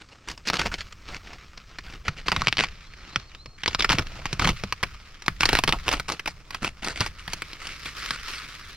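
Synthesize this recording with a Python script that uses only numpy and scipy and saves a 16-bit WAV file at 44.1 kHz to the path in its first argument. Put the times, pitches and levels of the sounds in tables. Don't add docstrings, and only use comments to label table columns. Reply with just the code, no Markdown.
import sys
import numpy as np
from scipy import signal
from scipy.fft import rfft, irfft, next_fast_len
from scipy.io import wavfile
from scipy.ndimage import uniform_filter1d, map_coordinates

SR = 44100
rng = np.random.default_rng(int(sys.argv[2]) if len(sys.argv) > 2 else 0)


def master(y):
    cut = np.clip(np.atleast_2d(y).T, -1, 1)
    pcm = np.round(cut * 32767)
    wavfile.write(sys.argv[1], SR, pcm.astype(np.int16))


N = 386316

# start_s, level_db, pitch_hz of the facet,
# rattle_db (against the push, before a common lift)
CREASE_SNAPS = [(0.285, -29, 6500, 19), (0.2986, -32.5, 5410, 7), (0.314, -32, 6340, 1),
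                (0.376, -39, 6200, 15), (0.4731, -23, 4960, -1), (0.4803, -24, 6000, -2),
                (0.486, -20, 4400, -3), (0.5004, -17, 706, -7), (0.5337, -22, 790, -8),
                (0.541, -22, 786, -10), (0.556, -27, 4880, -2), (0.5693, -24, 4050, -7),
                (0.594, -19, 766, 4), (0.616, -20.5, 1780, -8), (0.6595, -23, 790, 5),
                (0.669, -25.5, 790, -8), (0.7409, -24, 4040, -4), (0.924, -38, 6500, 11),
                (1.0875, -36.5, 3230, -11), (1.1462, -32.5, 2390, -19), (1.272, -39, 2200, 0),
                (1.3317, -37.5, 1500, 3), (1.575, -38.5, 5000, 9), (1.7857, -29, 1590, 3),
                (2.0812, -17.5, 1720, 3.5), (2.283, -15.5, 1120, -1.5), (2.318, -15.5, 1310, -2),
                (2.3236, -20, 1220, 3), (2.3631, -18, 930, 1), (2.419, -18, 1180, -13),
                (2.4711, -13, 2670, -12), (2.4827, -14.5, 3330, -3.5), (2.5265, -17, 2500, -9),
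                (2.5701, -21, 3580, -5), (2.583, -19.5, 3400, -14), (2.5913, -17, 2480, -22),
                (2.6076, -16.5, 3030, -12), (2.6379, -19.5, 760, -8.5), (2.936, -41, 2000, 5),
                (3.1596, -15.5, 1850, -8), (3.349, -37, 2820, -4), (3.459, -36.5, 1130, -2),
                (3.6341, -23.5, 3180, 13), (3.66, -18, 2410, -10), (3.678, -16, 4400, 2),
                (3.748, -16.5, 3940, -7.5), (3.794, -19.5, 4860, 11), (3.8063, -16.5, 2900, -4),
                (3.8228, -19, 4180, 4), (3.8447, -13, 1670, 10), (3.8932, -16, 3050, -17),
                (3.9004, -15.5, 1230, -6), (3.906, -17, 1330, 1), (3.9191, -17, 980, 1),
                (3.9282, -17.5, 805, 3), (3.9852, -16.5, 3000, -8), (3.9927, -20, 970, -2),
                (4.256, -21.5, 1110, -3), (4.329, -22.5, 6000, -1), (4.3957, -17.5, 1170, -2),
                (4.42, -19.5, 935, 13), (4.446, -16.5, 1210, -3), (4.4522, -19, 1810, 18),
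                (4.474, -16, 990, -5), (4.4906, -17, 895, -3), (4.637, -24, 750, -5),
                (4.7245, -18.5, 1090, -3.5), (4.829, -21, 1200, 2), (4.8335, -16.5, 1960, 3),
                (5.2208, -35.5, 6000, 17), (5.2617, -31, 5000, 5), (5.2816, -13, 1450, -9),
                (5.408, -15.5, 5760, -6), (5.4325, -12, 1900, -1), (5.4543, -13, 5600, 13),
                (5.4896, -14, 810, 5), (5.5303, -13.5, 784, -2), (5.5523, -13, 835, -10),
                (5.5704, -20.5, 2630, -4), (5.5887, -14, 780, -5), (5.6376, -15, 790, -4.5),
                (5.677, -17, 3200, -4), (5.6916, -17.5, 3770, -2), (5.7246, -14.5, 3220, -4),
                (5.8811, -16.5, 760, -12), (5.8901, -17.5, 770, -11), (5.915, -21, 795, 0),
                (5.927, -20, 740, 4), (5.9369, -19.5, 750, -6), (5.9978, -22.5, 750, 0),
                (6.0904, -23.5, 755, -6), (6.1, -23, 764, -11), (6.1212, -24.5, 5900, -5),
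                (6.1947, -26, 1680, 5), (6.258, -24, 1730, 19), (6.2759, -20.5, 746, 3),
                (6.5055, -31, 1730, 12), (6.5457, -24.5, 910, 9), (6.6457, -19.5, 2010, -2),
                (6.8449, -25.5, 5540, 9), (6.8844, -25, 6500, -14), (7.0064, -18.5, 5260, -3),
                (7.0115, -19.5, 1220, -1), (7.062, -26, 810, 3), (7.2774, -27.5, 2440, 15),
                (7.3327, -23, 6740, 17), (7.4204, -24.5, 1920, -3), (7.532, -32.5, 3770, -2),
                (7.6697, -31, 5940, 2), (7.8572, -28.5, 2610, 6), (8.1071, -19.5, 5040, 0)]
# start_s, level_db
SHEET_THUMPS = [(0.5947, -28), (0.67, -33), (2.0832, -21.5), (2.3243, -27), (2.364, -26), (2.419, -28),
                (2.471, -23.5), (3.1603, -27.5), (3.458, -38), (3.907, -24), (3.939, -20.5), (3.989, -21.5),
                (4.256, -30.5), (4.329, -25), (4.3957, -28), (4.42, -21), (4.453, -16.5), (4.4916, -19.5),
                (4.637, -23.5), (4.831, -24), (5.2823, -29), (5.4894, -29), (5.5296, -23), (5.6377, -24),
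                (5.6916, -27.5), (5.8832, -30), (7.0057, -20.5), (7.277, -37.5), (7.334, -43)]
# start_s, length_s, crackle_db, folds_db (hollow body, relative to crackle_db), air_db
HAND_PULLS = [(0.0, 0.018, -45, -3, -66), (0.106, 0.029, -50.5, -1, -70), (0.271, 0.057, -40.5, -2, -44.5),
              (0.451, 0.042, -33.5, -6.5, -53), (0.524, 0.036, -30.5, 2.5, -50),
              (0.585, 0.036, -26.5, -2.5, -35), (0.635, 0.033, -32.5, 1, -37.5),
              (0.714, 0.022, -31, -3, -46), (0.78, 0.026, -32, -7.5, -42), (1.077, 0.088, -39, -0.5, -44),
              (1.225, 0.13, -49, 0.5, -54), (1.832, 0.12, -45.5, -2, -42.5), (2.048, .045, -38, -2.5, -48),
              (2.163, 0.037, -38, -6, -46), (2.256, 0.16, -36.5, -3, -36), (2.392, 0.085, -36.5, -6, -49),
              (2.583, 0.056, -25.5, -4.5, -37.5), (2.507, 0.058, -46, -17, -43),
              (2.98, 0.17, -51.5, -1.5, -54), (3.576, 0.11, -49, -21, -47), (3.725, 0.022, -46, -10, -51),
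              (3.668, 0.06, -38, -6.5, -37.5), (3.782, 0.078, -35, -6, -37),
              (3.888, 0.066, -26.5, -4, -31.5), (3.977, 0.025, -36, 7.5, -35), (4.055, 0.32, -48, -1, -41),
              (4.39, .06, -32.5, -0.5, -34), (4.461, 0.036, -27.5, -0.5, -27),
              (4.56, 0.035, -40.5, -21, -47), (4.829, 0.013, -43.5, 5, -34), (5.272, 0.038, -46.5, -3, -35),
              (5.4, 0.14, -31.5, -5.5, -32.5), (5.518, 0.064, -26.5, -7.5, -33),
              (5.678, 0.0083, -24, 0, -27), (5.725, 0.0072, -29.5, 6.5, -36), (5.859, 0.11, -30, -1, -37),
              (6.08, 0.047, -30.5, -1.5, -53), (6.266, 0.026, -34.5, -4, -40.5),
              (6.521, 0.048, -41, -5, -48), (6.619, 0.055, -29.5, -3, -45), (6.82, 0.1, -32, -3, -43),
              (6.954, 0.07, -34, -5, -45), (7.001, 0.071, -33.5, -5.5, -40), (7.182, .02, -38, -15, -52),
              (7.292, 0.082, -43.5, -19, -44), (7.597, 0.11, -38, -7.5, -61),
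              (7.849, 0.041, -35.5, -13.5, -47), (7.973, 0.053, -37.5, -12, -51),
              (8.08, 0.077, -35.5, -8.5, -50), (8.311, 0.087, -37, -14, -61)]
# time_s, level_db
SLIDE_LEVEL = [(0, -57.5), (0.4, -59), (0.9, -51.5), (1.4, -53.5), (1.72, -52.5), (2.05, -53.5),
               (2.8, -46.5), (3.1, -48), (3.28, -54.5), (3.57, -67), (4.0, -44.5), (4.8, -46.5),
               (5.15, -49.5), (5.36, -50.5), (5.8, -44), (6.42, -56.5), (7.15, -50.5), (7.7, -41.5),
               (8.2, -37.5), (8.76, -43.5)]
# time_s, level_db
WIND_LEVEL = [(0, -64), (0.9, -49), (2.0, -48.5), (3.1, -49.5), (4.2, -50), (5.0, -52), (6.3, -51),
              (7.7, -48), (8.76, -48)]
# start_s, level_db (added to the note's own level)
BIRD_WHISTLES = [(2.73, -55), (2.995, -51), (3.27, -50), (8.61, -49)]
# time_s from its start, pitch_hz, level_db
BIRD_NOTE = [(0, 5500, -12), (.03, 3800, -5), (.07, 2700, -9), (.09, 3650, -11), (.11, 3850, -7),
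             (.134, 4080, 2), (.16, 4260, -6), (.3, 4260, -8)]

# frequency_hz, density_db per Hz
CREASE_SPECTRUM = [(60, -24), (300, -1.5), (600, -7), (1100, 0), (1700, -2.5), (2400, 0.5), (3300, -5),
                   (5400, -6), (6500, -14), (8000, -20.5), (12000, -28.5), (15500, -34)]
FLAP_SPECTRUM = [(15, -10), (40, -2), (110, 4), (190, 0), (300, -16.5), (700, -22), (2000, -108)]
FILM_SPECTRUM = [(500, -9.5), (900, -8), (1200, 2.5), (1700, 0.5), (2400, 1), (3300, -2), (5400, -5),
                 (6500, -11), (8000, -15.5), (12000, -32.5), (15500, -53)]
FOLDS_SPECTRUM = [(50, -24.5), (130, 2.5), (330, 2), (600, 1.5), (950, -0.5), (1300, 3.5), (2500, -62.5)]
RUSTLE_SPECTRUM = [(150, -31), (330, -14.5), (550, -21), (850, -14.5), (1200, 2), (1700, 3), (2300, 4.5),
                   (3300, -0.5), (5400, -1.5), (6800, -11), (8500, -22.5), (12000, -28.5), (15500, -35)]
RUMBLE_SPECTRUM = [(12, 3), (20, 10), (38, 7.5), (70, 2.5), (111, -5), (184, -8.5), (290, -43)]
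OUTDOORS_SPECTRUM = [(60, 8), (200, -3), (380, -11.5), (750, -29.5), (1050, -20), (2300, -45), (3300, -26),
                     (5300, -17.5), (8200, -23.5), (15000, -84)]

# time_s, gain_db
TREBLE_SHEEN = [(0, 2), (1.4, -7), (2.5, -1.5), (3.4, -3), (5.5, 5), (8, 7)]
# time_s, width (0 mono to 1 full)
STEREO_WIDTH = [(0, 0.05), (1.3, 0.012), (1.8, 0.28), (3, 0.96), (5, 1)]
# frequency_hz, right_lead_rad, left_minus_right_db
MIC_PORTS = [(200, 0, 0), (700, .1, -1.5), (2400, .5, 0), (5500, 1.15, 0), (7200, 2.6, 0), (9500, 2.2, -7),
             (15000, 2.8, -7.5)]

TOP_HZ = 16100
PULL_ATTACK_S, PULL_RELEASE_DB_PER_S = 0.0057, 640
BILLOW_RELEASE_DB_PER_S = 105
FLAP_DB = -18
SLIDE_BODY_DB = -9
GUST_DB = 0.5


def snaps(facet_db=7.5, damped_below_hz=1100, facet_octaves=0.49, rattle_t60=0.03, rattle_lift_db=2,
          span_s=0.0047, size=2048):
    out = np.zeros((2, N))
    t = np.arange(size) / SR
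    for start_s, level_db, pitch_hz, rattle_db in CREASE_SNAPS:
        boost_db = facet_db * pitch_hz / np.hypot(pitch_hz, damped_below_hz)
        body = facet(CREASE_SPECTRUM, pitch_hz, boost_db, facet_octaves)
        rattle_shape = amp(-60 * t / rattle_t60) * (1 - np.exp(-t / 0.00054))
        rattle = rng.standard_normal((2, size)) * rattle_shape
        rattle = signal.fftconvolve(rattle, body[None], axes=1)[:, :size]
        pair = amp(rattle_db + rattle_lift_db) * rattle / np.linalg.norm(rattle[0])
        pair[0] += rng.choice([-1, 1]) * body
        gain = amp(level_db) * np.sqrt(span_s * SR)
        add(out, start_s, pair / np.linalg.norm(pair[0]) * gain)
    return spread(out, apart_hz=7000)


def flaps(flutter_t60=0.094, flutter=0.096, span_s=0.0054, size=8192):
    out = np.zeros(N)
    t = np.arange(size) / SR
    sheet = ring(lambda hz: along(FLAP_SPECTRUM, hz), size=size)
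    snap_jerks = [(start_s, level_db + FLAP_DB) for start_s, level_db, *_ in CREASE_SNAPS]
    for start_s, level_db in snap_jerks + list(SHEET_THUMPS):
        jerk = flutter * rng.standard_normal(size) * amp(-60 * t / flutter_t60)
        jerk[0] += rng.choice([-1, 1])
        push = signal.fftconvolve(jerk, sheet)[:size]
        gain = amp(level_db) * np.sqrt(span_s * SR)
        add(out, start_s, push / np.linalg.norm(push) * gain)
    return out


def crackle(grains_per_s=110, scatter_db=4.0, rub=0.45, clump_db=3.0, facet_db=6, rattle_t60=0.021,
            rattle=0.17, film_db=-1.5, fold_db=-1):
    t = np.arange(SR // 50) / SR
    film, folds = np.zeros((2, N)), np.zeros((2, N))
    for pitch_hz in np.geomspace(1100, 6000, 6):
        after = rattle * rng.standard_normal((2, len(t))) * amp(-60 * t / rattle_t60)
        after[0, 0] += 1
        grains = pops(grains_per_s, scatter_db)
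        wrinkles = unit(signal.oaconvolve(grains[None], after, axes=1)[:, :N])
        rubbing = rub * rng.standard_normal((2, N))
        drive = (wrinkles + rubbing) * amp(clump_db * wobble(60))
        body = facet(FILM_SPECTRUM, pitch_hz, facet_db, octaves=0.26, ripple_db=1.0)
        film += signal.oaconvolve(drive, body[None], axes=1)[:, :N]
        folds += drive
    film = unit(spread(film, apart_hz=6900))
    folds = unit(spread(through(folds, FOLDS_SPECTRUM), apart_hz=5500))
    _, _, crackle_db, body_db, _ = np.transpose(HAND_PULLS)
    film_gain = amp(film_db) * pull_gain(crackle_db, PULL_RELEASE_DB_PER_S)
    fold_gain = amp(fold_db) * pull_gain(crackle_db + body_db, PULL_RELEASE_DB_PER_S)
    return patchy(film_gain * film + fold_gain * folds, depth_db=2.0)


def slide(grains_per_s=320, rub=1.0, uneven_db=2.0, trim_db=-1.2, ticks_per_s=35, tick_db=-3,
          tick_t60=0.023, body_grows=0.44, light_db=-50):
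    level_db, = curves(SLIDE_LEVEL)
    grains = np.array([pops(grains_per_s, scatter_db=2.5), pops(grains_per_s, scatter_db=3.5)])
    drive = unit(grains) + rub * rng.standard_normal((2, N))
    drive = drive * amp(uneven_db * (wobble(14) + wobble(70)))
    t = np.arange(SR // 50) / SR
    chatter = rng.standard_normal((2, len(t))) * amp(-60 * t / tick_t60)
    tick_pushes = pops(ticks_per_s, scatter_db=5.5)
    tick_power = signal.oaconvolve(tick_pushes[None] ** 2, chatter ** 2, axes=1)[:, :N]
    ticks = unit(np.sqrt(np.abs(tick_power)) * rng.standard_normal((2, N)))
    rustle = through(drive + amp(tick_db) * ticks, RUSTLE_SPECTRUM)
    rustle = amp(level_db + trim_db) * unit(spread(rustle, apart_hz=5600))
    body_db = light_db + body_grows * (level_db - light_db) + SLIDE_BODY_DB
    folds = amp(body_db) * unit(spread(through(drive, FOLDS_SPECTRUM), apart_hz=5640))
    return patchy(rustle + folds, depth_db=1.5)


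def facet(spectrum, pitch_hz, boost_db, octaves, ripple_db=3, ripple_hz=450, bending=.2):
    def colour(hz):
        knots = rng.standard_normal(size=128)
        ripple = ripple_db * map_coordinates(knots, [hz / ripple_hz], mode="mirror")
        peak = boost_db * np.exp(-.5 * (np.log2((hz + 1) / pitch_hz) / octaves) ** 2)
        return along(spectrum, hz) + peak + ripple

    h = ring(colour)
    hz = np.fft.rfftfreq(len(h), 1 / SR)
    return irfft(rfft(h) * np.exp(-1j * bending * np.sqrt(hz)))


def pops(per_s, scatter_db):
    sizes = amp(scatter_db * np.minimum(rng.exponential(size=N), 3.5))
    return (rng.random(N) < per_s / SR) * sizes * rng.choice([-1, 1], N)


def pull_gain(levels_db, release_db_per_s):
    t = np.arange(SR) / SR
    power = np.zeros(N)
    for (start_s, length_s, *_), level_db in zip(HAND_PULLS, levels_db):
        rise = np.minimum(t / PULL_ATTACK_S, 1)
        fall_db = release_db_per_s * np.maximum(t - length_s, 0)
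        add(power, start_s, (rise * amp(level_db - fall_db)) ** 2)
    return np.sqrt(power)


def patchy(x, depth_db, size=512):
    z = signal.stft(x, nperseg=size)[2]
    field = rng.standard_normal(z.shape[1:])
    field = uniform_filter1d(field, size=7, axis=0)
    field = uniform_filter1d(field, size=7, axis=1)
    return signal.istft(z * amp(depth_db * unit(field)), nperseg=size)[1][:, :N]


def surroundings(x, t60=0.17, wet_db=-22):
    t = np.arange(SR // 3) / SR
    tail = rng.standard_normal((2, len(t))) * amp(-60 * t / t60) * (1 - np.exp(-t / 0.00072))
    return amp(wet_db) * signal.fftconvolve(x, tail / np.linalg.norm(tail[0]), axes=1)[:, :N]


def rumble(port_db=-14):
    billow = pull_gain([air_db for *_, air_db in HAND_PULLS], BILLOW_RELEASE_DB_PER_S)
    wind = amp(curves(WIND_LEVEL)[0] + GUST_DB * wobble(3.5))
    eddies = rng.standard_normal(N) + amp(port_db) * rng.standard_normal((2, N))
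    buffeting = unit(filtered(eddies, lambda hz: amp(along(RUMBLE_SPECTRUM, hz))))
    return np.hypot(billow, wind) * buffeting


def hush(level_db=-56):
    noise = spread(rng.standard_normal((2, N)), apart_hz=4970)
    return amp(level_db) * unit(filtered(noise, lambda hz: amp(along(OUTDOORS_SPECTRUM, hz))))


def bird(waver=0.0086, flicker_db=3, foliage_t60=0.17, foliage_db=-9):
    out = np.zeros(N)
    t = np.arange(N) / SR
    pitch_hz, note_db = curves(BIRD_NOTE)
    note_end_s = BIRD_NOTE[-1][0]
    gate = np.clip(np.minimum(t, note_end_s - t) / .01, 0, 1)
    for start_s, level_db in BIRD_WHISTLES:
        phase = 2 * np.pi * np.cumsum(pitch_hz * (1 + waver * wobble(258))) / SR
        gain = gate * amp(note_db + level_db + flicker_db * wobble(82))
        add(out, start_s, gain * np.sin(phase))
    return out + surroundings(out[None], t60=foliage_t60, wet_db=foliage_db)


def amp(db):
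    return 10 ** (np.asarray(db) / 20)


def unit(x):
    return x / np.sqrt(np.mean(x ** 2) + 1e-20)


def along(points, hz):
    f, v = np.transpose(points)
    return np.interp(np.log(hz + 1), np.log(f + 1), v)


def curves(rows):
    s, *cols = np.transpose(rows)
    return [np.interp(np.arange(N) / SR, s, c) for c in cols]


def wobble(rate):
    knots = rng.standard_normal(int(N * rate / SR) + 4)
    return map_coordinates(knots, [np.arange(N) * rate / SR])


def filtered(x, response):
    m = next_fast_len(N + SR // 2)
    return irfft(rfft(x, m) * response(np.fft.rfftfreq(m, 1 / SR)), m)[..., :N]


def ring(colour, size=2048):
    cepstrum = irfft(np.log(amp(colour(np.fft.rfftfreq(size, 1 / SR)))))
    cepstrum[1:size // 2] *= 2
    cepstrum[size // 2 + 1:] = 0
    h = irfft(np.exp(rfft(cepstrum)))
    return h / np.linalg.norm(h)


def through(x, spectrum):
    return signal.fftconvolve(x, ring(lambda hz: along(spectrum, hz))[None], axes=1)[:, :N]


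def add(track, start_s, sound):
    part = track[..., max(round(start_s * SR), 0):][..., :sound.shape[-1]]
    part += sound[..., :part.shape[-1]]


def spread(pair, apart_hz):
    def mid_side(hz):
        turn = np.pi / 4 * hz / np.hypot(hz, apart_hz)
        return np.array([np.cos(turn), np.sin(turn)])

    mid, side = filtered(pair, mid_side)
    return np.array([mid + side, mid - side])


def scene(sheen_hz=8000):
    plastic = snaps() + crackle() + slide()
    sheen_db, = curves(TREBLE_SHEEN)
    treble = filtered(plastic, lambda hz: 1 - 1 / (1 + (hz / sheen_hz) ** 20))
    plastic = plastic + (amp(sheen_db) - 1) * treble
    return plastic + surroundings(plastic) + flaps() + rumble() + hush() + bird()


def record(dry):
    width, = curves(STEREO_WIDTH)
    table = np.array(MIC_PORTS)
    lead, balance = table[:, :2], table[:, ::2]
    sides = np.array([[.5], [-.5]])
    ports = filtered(dry, lambda hz: np.exp(-1j * along(lead, hz) * sides))
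    image = width * ports + (1 - width) * dry[0]
    image = filtered(image, lambda hz: amp(along(balance, hz) * sides))
    return filtered(np.clip(image, -1, 1), lambda hz: hz < TOP_HZ)


dry = scene()
out = record(dry)
master(out)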